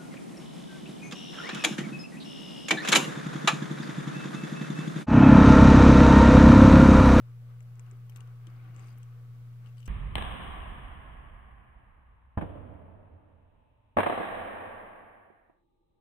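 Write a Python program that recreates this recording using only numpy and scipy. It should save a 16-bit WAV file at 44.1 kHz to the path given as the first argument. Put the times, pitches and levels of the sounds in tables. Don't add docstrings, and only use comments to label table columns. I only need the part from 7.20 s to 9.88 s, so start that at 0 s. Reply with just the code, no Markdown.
import sys
import numpy as np
from scipy import signal
from scipy.io import wavfile

SR = 44100
rng = np.random.default_rng(int(sys.argv[2]) if len(sys.argv) > 2 else 0)


def invert_db(x):
    u = np.asarray(x, float) / 20
    return 10 ** u


def master(y):
    cut = np.clip(np.atleast_2d(y).T, -1, 1)
    pcm = np.round(cut * 32767)
    wavfile.write(sys.argv[1], SR, pcm.astype(np.int16))


N = 118188

TOUCH_DELAY_S = .0009
RIGHT_ONLY = np.array([[0], [1]])

# frequency in Hz, level in dB, T60 in seconds.
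SHELL_MODES = [(4500, 0.5, 0.0028), (5580, -3.5, 0.012), (6410, 4, 0.0081), (7300, 1.5, 0.0061),
               (7500, 7, 0.0022), (8760, 7, 0.0036), (9650, 7.5, 0.0017), (12400, 1.5, 0.0014),
               (14300, -12, 0.0021)]


def rms_one(x):
    return x / np.sqrt(np.mean(x ** 2) + 1e-20)


def at_hz(points, hz):
    table = np.array(points)
    return np.interp(np.log(hz), np.log(table[:, 0]), table[:, 1])


def drift(rate):
    r = np.exp(-80 * np.pi * rate / SR)
    white = rng.standard_normal(N // 40 + 2002)
    slow = signal.lfilter([1], [1, -2 * r, r * r], white)[2000:]
    return np.interp(np.arange(N) / 40, np.arange(len(slow)), rms_one(slow))


def ring(clicks, hz, t60):
    r, w = invert_db(-60 / (t60 * SR)), 2 * np.pi * min(hz, .45 * SR) / SR
    return signal.lfilter([0, np.sin(w)], [1, -2 * r * np.cos(w), r * r], clicks + 1e-18)


def broad(clicks, hz, width_hz):
    return ring(clicks, hz, np.log(1000) / (np.pi * width_hz))


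def band_pass(x, low_hz, high_hz, order):
    return signal.sosfilt(signal.butter(order, [low_hz, high_hz], "band", fs=SR, output="sos"), x)


def top_cut(x, stop_hz):
    return signal.sosfilt(signal.cheby2(16, 40, stop_hz, fs=SR, output="sos"), x)


def grains(per_s, spread_db):
    sizes = invert_db(spread_db * np.minimum(rng.exponential(1, N), 4))
    sizes = sizes * rng.choice([-1, 1], N)
    return rms_one(sizes * (rng.random(N) < per_s / SR))


def jar(length_s):
    contacts = rng.standard_normal(3000) * (rng.random(3000) < 6000 / SR)
    contacts[0] = 1.5
    phase = np.clip(.35 + 0.55 * np.arange(3000) / SR / max(length_s, .0005), 0, 1)
    contacts = contacts * np.sin(np.pi * phase)
    return contacts / np.linalg.norm(contacts)


def shell(clicks, scatter):
    out = 0
    for k, ((hz, db, t60), (a, b)) in enumerate(zip(SHELL_MODES, scatter)):
        mode = ring(clicks, hz * (1 + .015 * b), t60)
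        out = out + invert_db(db + 2 * a) * mode * (-1) ** k
    return out


def ticks():
    # start in seconds, peak in dB, pitch in Hz, low body in dB.
    leg_taps = [(0.4052, -50.5, 7300, -1.5), (0.4267, -58, 7800, -8), (.494, -68, 7300, -15),
                (0.555, -57, 7250, -8), (0.5944, -41.5, 7330, -9.5), (0.7113, -47, 7430, -8),
                (.7135, -58, 6960, -11), (.7682, -63, 9180, -15), (0.8648, -63, 9000, -15),
                (.8955, -55, 5160, -4), (.9585, -56, 15000, -20), (.9597, -43, 7600, -5),
                (1.269, -54, 7500, -8), (1.27, -57, 5200, -6), (1.5626, -46.5, 7300, -6),
                (1.594, -47.5, 7250, -3), (1.61, -60, 8300, -10), (1.6415, -66, 11000, -15),
                (1.653, -73, 6500, -10), (1.6598, -56, 8000, -6), (1.6724, -55, 7800, -3),
                (1.6836, -55, 5500, 2), (1.6838, -58, 13800, -20), (1.6908, -56, 8800, -12),
                (1.702, -67, 6000, -10), (1.718, -61, 11600, -18), (1.728, -60, 7300, -10),
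                (1.7824, -50, 11750, -20), (1.7828, -53, 14300, -20), (1.83, -55, 8000, -5),
                (2.4715, -62, 5000, -12), (2.487, -66, 8500, -8), (2.571, -58, 5000, -10),
                (2.605, -54, 6500, -10), (2.6042, -68, 8300, -15)]
    width_hz, body_hz, body_width_hz = 2050, 2400, 1200
    click = np.eye(1, 2000)[0]
    body = broad(broad(click, body_hz, body_width_hz), body_hz, body_width_hz)
    body = body / abs(body).max()
    out = np.zeros(N + 2000)
    for s, db, hz, body_db in leg_taps:
        snap = broad(broad(click, hz, width_hz), hz, 2 * width_hz)
        snap = snap + invert_db(-9) * ring(click, hz, 0.0079)
        snap = snap / abs(snap).max()
        snap = snap - invert_db(-23) * ring(click, .83 * hz, 0.0088)
        snap = snap + invert_db(1) * click
        snap = band_pass(snap, .72 * hz, min(1.29 * hz, .45 * SR), 4)
        out[int((s + TOUCH_DELAY_S) * SR):][:2000] += invert_db(db) * (snap + invert_db(body_db) * body)
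    return out[:N]


def knocks():
    # start in seconds, peak in dB, length in seconds, hollow pitch in Hz, bright modes in dB.
    shell_jars = [(0.663, -65.5, .004, 2820, -18), (0.8955, -59.5, 0.003, 3070, -7.5),
                  (0.921, -58, 0.0025, 2430, -22), (0.9597, -53.5, 0.0029, 2430, -7),
                  (0.9606, -53, 0.0033, 3160, -15), (0.9695, -57, 0.0026, 2500, -10),
                  (0.982, -63.5, 0.0071, 2550, -12), (1.004, -52, 0.005, 2820, -12),
                  (1.073, -66, 0.0033, 3000, -8.5), (1.157, -76, 0.0022, 3020, -2),
                  (1.268, -58, 0.0038, 3100, -6.5), (1.3, -65, 0.0039, 2230, -18),
                  (1.775, -67.5, 0.0035, 2900, -5), (1.828, -65.5, 0.0037, 3170, -5),
                  (2.46, -59.5, 0.0018, 2940, -28), (2.471, -64, 0.0019, 2900, -16),
                  (2.569, -73, 0.0048, 2900, -5), (2.578, -67, 0.0039, 2980, -20),
                  (2.601, -65, 0.0038, 2900, -3), (2.627, -58.5, 0.0031, 3040, -19),
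                  (2.655, -61, 0.01, 2900, 0), (2.675, -59, 0.0035, 2920, -6)]
    out = np.zeros(N + 3000)
    for s, db, length_s, hz, bright_db in shell_jars:
        hit = jar(length_s)
        bright = shell(hit, rng.standard_normal((len(SHELL_MODES), 2)))
        bright = bright + invert_db(-2) * broad(hit, 6300, 7200)
        hollow = ring(hit, hz, .009)
        snap = invert_db(-6) * broad(hit, 2500, 3400)
        knock = hollow / abs(hollow).max() + snap + invert_db(bright_db) * bright
        out[int((s + TOUCH_DELAY_S) * SR):][:3000] += invert_db(db + 4) * knock
    return out[:N]


def pings():
    # start in seconds, peak in dB, frequency in Hz, length in seconds.
    thin_modes = [(.897, -52, 13310, .0008), (.9604, -53, 2450, .003), (.9625, -54, 3050, .003),
                  (.9628, -58, 13310, .001), (.9712, -60, 13340, .004), (.971, -62, 9200, .003),
                  (1.54, -69, 4600, .015), (1.606, -67, 4800, .008), (1.625, -67, 4750, .01),
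                  (1.643, -63, 4800, .004), (1.687, -65, 4750, .005), (1.703, -64, 4800, .005),
                  (1.715, -70, 4800, .02), (2.459, -67, 8050, .003), (2.469, -62, 1250, .006),
                  (2.57, -68, 8050, .002), (2.581, -63, 4700, .005), (2.581, -65, 10150, .003),
                  (2.592, -66, 4600, .008), (2.666, -59, 1250, .004), (2.659, -62, 6600, .004),
                  (2.676, -61, 10000, .003), (1.2975, -69, 4760, .01), (1.3615, -70, 4810, .01),
                  (2.5805, -67, 8010, .025), (2.6565, -51, 7935, .009), (2.6575, -61, 10210, .005),
                  (2.6605, -56, 5740, .007), (1.2705, -54, 3170, .003), (1.832, -65, 5800, .002),
                  (1.829, -65, 8000, .004), (2.58, -60, 3010, .005), (2.61, -65, 2900, .02),
                  (2.6755, -56, 2950, .003), (2.629, -56, 3080, .004), (.8975, -63, 9000, .002),
                  (.8995, -62, 5700, .002), (1.005, -61, 9000, .003), (1.0055, -60, 6600, .003),
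                  (.596, -61, 1200, .012), (.993, -60, 1180, .005), (1.013, -59, 1170, .015),
                  (1.39, -66, 2200, .02)]
    out = np.zeros(N + 3000)
    for s, db, hz, length_s in thin_modes:
        ping = ring(jar(length_s), hz, .012)
        out[int(s * SR):][:3000] += invert_db(db) * ping / abs(ping).max()
    return out[:N]


def scrapes():
    # start in seconds, length in seconds, level in dB, main mode in Hz, its level in dB.
    strokes = [
        (1.564, 0.041, -74, 7310, 11),
        (1.535, 0.21, -77.5, 4800, -6),
        (1.595, .11, -78, 8700, -5),
        (2.456, .045, -72.5, 2800, 8),
        (2.566, .12, -78, 2940, 6),
    ]
    t, out = np.arange(N) / SR, 0
    for s, length_s, db, hz, main_db in strokes:
        grit = grains(2000, 2.5) * invert_db(2.5 * drift(50))
        body = rms_one(shell(grit, np.zeros((len(SHELL_MODES), 2))))
        body = body + invert_db(main_db) * rms_one(broad(grit, hz, 290))
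        swell = np.sin(np.pi * np.clip((t - s) / length_s, 0, 1))
        stroke = np.maximum(swell - 1e-9, 0) ** 0.29
        out = out + invert_db(db) * body * stroke / np.sqrt(np.mean(body[stroke > 0] ** 2))
    return out


def tank(x):
    tail = rng.standard_normal((2, 3000)) * invert_db(-60 * np.arange(3000) / SR / 0.038)
    tail[:, :60] = 0
    tail = tail / np.linalg.norm(tail, axis=1)[:, None]
    return invert_db(-12) * signal.fftconvolve(x[None], tail, axes=1)[:, :N]


def two_sides(x):
    lag_samples, dull_hz, right_db = 10, 8800, -12.5
    dull = np.exp(-2 * np.pi * dull_hz / SR)
    right = signal.lfilter([1 - dull], [1, -dull], np.roll(x, lag_samples)) * invert_db(right_db)
    return np.array([x, right])


def drag():
    # time in seconds, rub level in dB.
    rub = [(0, -74.5), (.25, -76.5), (.31, -68.5), (.38, -76), (.55, -75), (.60, -70.5), (.72, -67.5),
           (.78, -75.5), (.93, -75), (.97, -65), (1.09, -65), (1.16, -70), (1.52, -66.5), (1.64, -64),
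           (1.8, -70.5), (2.36, -77.5), (2.46, -68), (2.68, -83.5)]
    # frequency in Hz, width in Hz, level in dB.
    rock = [(364, 174, 0), (761, 60, -4.5), (1136, 100, 2), (1283, 40, -2.5), (1500, 177, 0),
            (2167, 490, -1.5), (2900, 520, -9)]
    # time in seconds, lift of the outer resonances in dB.
    weight = [(0, -2), (.9, -1), (1.15, -3.5), (1.4, 2), (1.75, 4), (1.9, -1.5), (2.68, 0.5)]
    t, out, alike = np.arange(N) / SR, 0, 0.35
    for k, (hz, width_hz, db) in enumerate(rock):
        shared, *own = (broad(grains(2500, 2.5), hz, width_hz) for _ in range(3))
        lift_db = np.interp(t, *np.transpose(weight)) * (k not in (2, 3, 4))
        out = out + invert_db(db + lift_db) * rms_one(alike * shared + (1 - alike) * np.array(own))
    rub_db = np.interp(t, *np.transpose(rub)) + 1.2 * drift(4.9) - 4
    return invert_db(rub_db - 2.5 * RIGHT_ONLY) * out


def bumps():
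    # start in seconds, peak in dB, frequency in Hz.
    pushes = [(.723, -57, 386), (.724, -62, 464), (1.29, -63, 300), (1.585, -54.5, 198), (.08, -60, 252),
              (2.199, -57, 58), (0.996, -66, 318), (1.272, -53, 336), (1.277, -51.5, 196),
              (1.459, -59, 303), (1.499, -50.5, 173), (1.557, -59, 328), (1.617, -55, 178),
              (1.718, -57.5, 185)]
    t60_s, soft_hz = 0.096, 151
    soft = np.exp(-2 * np.pi * soft_hz / SR)
    contact = signal.lfilter([1], [1, -soft], np.eye(1, 6000)[0])
    out = np.zeros(N)
    for s, db, hz in pushes:
        push = ring(contact, hz, t60_s)
        out[int(s * SR):][:6000] += invert_db(db) * (push - push.mean()) / abs(push).max()
    return out


def hum():
    # multiple of the hum frequency, level in dB relative to the hum.
    partials = [(.51, -29), (2.01, -35.5), (4.0, -34.5)]
    hum_hz, start_rad, right_lead_rad = 119.96, -.09, .27
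    turn = 2 * np.pi * hum_hz * np.arange(N) / SR + start_rad + right_lead_rad * RIGHT_ONLY
    tone = np.cos(turn)
    for k, db in partials:
        multiple = round(2 * k) / 2
        tone = tone + invert_db(db + 1.8 * drift(2.0)) * np.cos(multiple * turn)
    return tone * invert_db(-41.5 + 0.35 * drift(28) - 1.43 * RIGHT_ONLY)


def whine():
    t, whine_hz, end_s = np.arange(N) / SR, 10700, .72
    return invert_db(-96 + 4.0 * drift(22)) * np.sin(2 * np.pi * whine_hz * t) * (t < end_s)


def banded_noise(spectrum, patchy_db):
    # frequency in Hz, left-right correlation of the room noise (no unit).
    likeness = [(60, 0.47), (180, 0.64), (550, 0.45), (1650, -0.24), (4970, -0.075), (15000, -0.15)]
    low, high = np.log2(spectrum[0][0]), np.log2(min(spectrum[-1][0], .45 * SR))
    edges, out = 2 ** np.linspace(low, high, 17), 0
    white = rng.standard_normal((2, 2, N + SR // 2))
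    for k, (a, b) in enumerate(zip(edges, edges[1:])):
        mid, side = band_pass(white[k % 2], a, b, 2)[:, -N:]
        centre_hz = np.sqrt(a * b)
        alike = np.clip(at_hz(likeness, centre_hz), -1, 1)
        gain = invert_db(at_hz(spectrum, centre_hz) + patchy_db * drift(4.7))
        out = out + gain * (np.sqrt(1 + alike) * mid + np.sqrt(1 - alike) * side * [[1], [-1]])
    return rms_one(out)


def noise_floor():
    # frequency in Hz, density in dB per Hz.
    rumble = [(20, -5.5), (40, -25.5), (62, -9.5), (95, -0.5), (180, -3.5), (320, -16), (550, -17),
              (1000, -27.5)]
    # frequency in Hz, density in dB per Hz.
    hiss = [(500, -19.5), (800, -9), (1250, -6), (2800, -10.5), (3900, -14.5), (7000, -18.5),
            (10000, -19.5), (19000, -13.5)]
    floor = invert_db(-65) * banded_noise(rumble, patchy_db=2.0)
    floor = floor + invert_db(-70.5) * top_cut(banded_noise(hiss, patchy_db=0.33), 15950)
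    return floor * invert_db(-0.5 * RIGHT_ONLY)


def scene():
    crab = ticks() + knocks() + pings() + top_cut(scrapes(), 15950)
    near = invert_db(4.0) * (two_sides(crab) + tank(crab)) + drag() + bumps()
    return near + hum() + whine() + noise_floor()


def roll_off(x):
    return signal.sosfilt(signal.butter(12, 16450, fs=SR, output="sos"), x)


def record(dry):
    mix = top_cut(dry, 16500) - .0006
    return roll_off(mix)


dry = scene()
out = record(dry)
master(out)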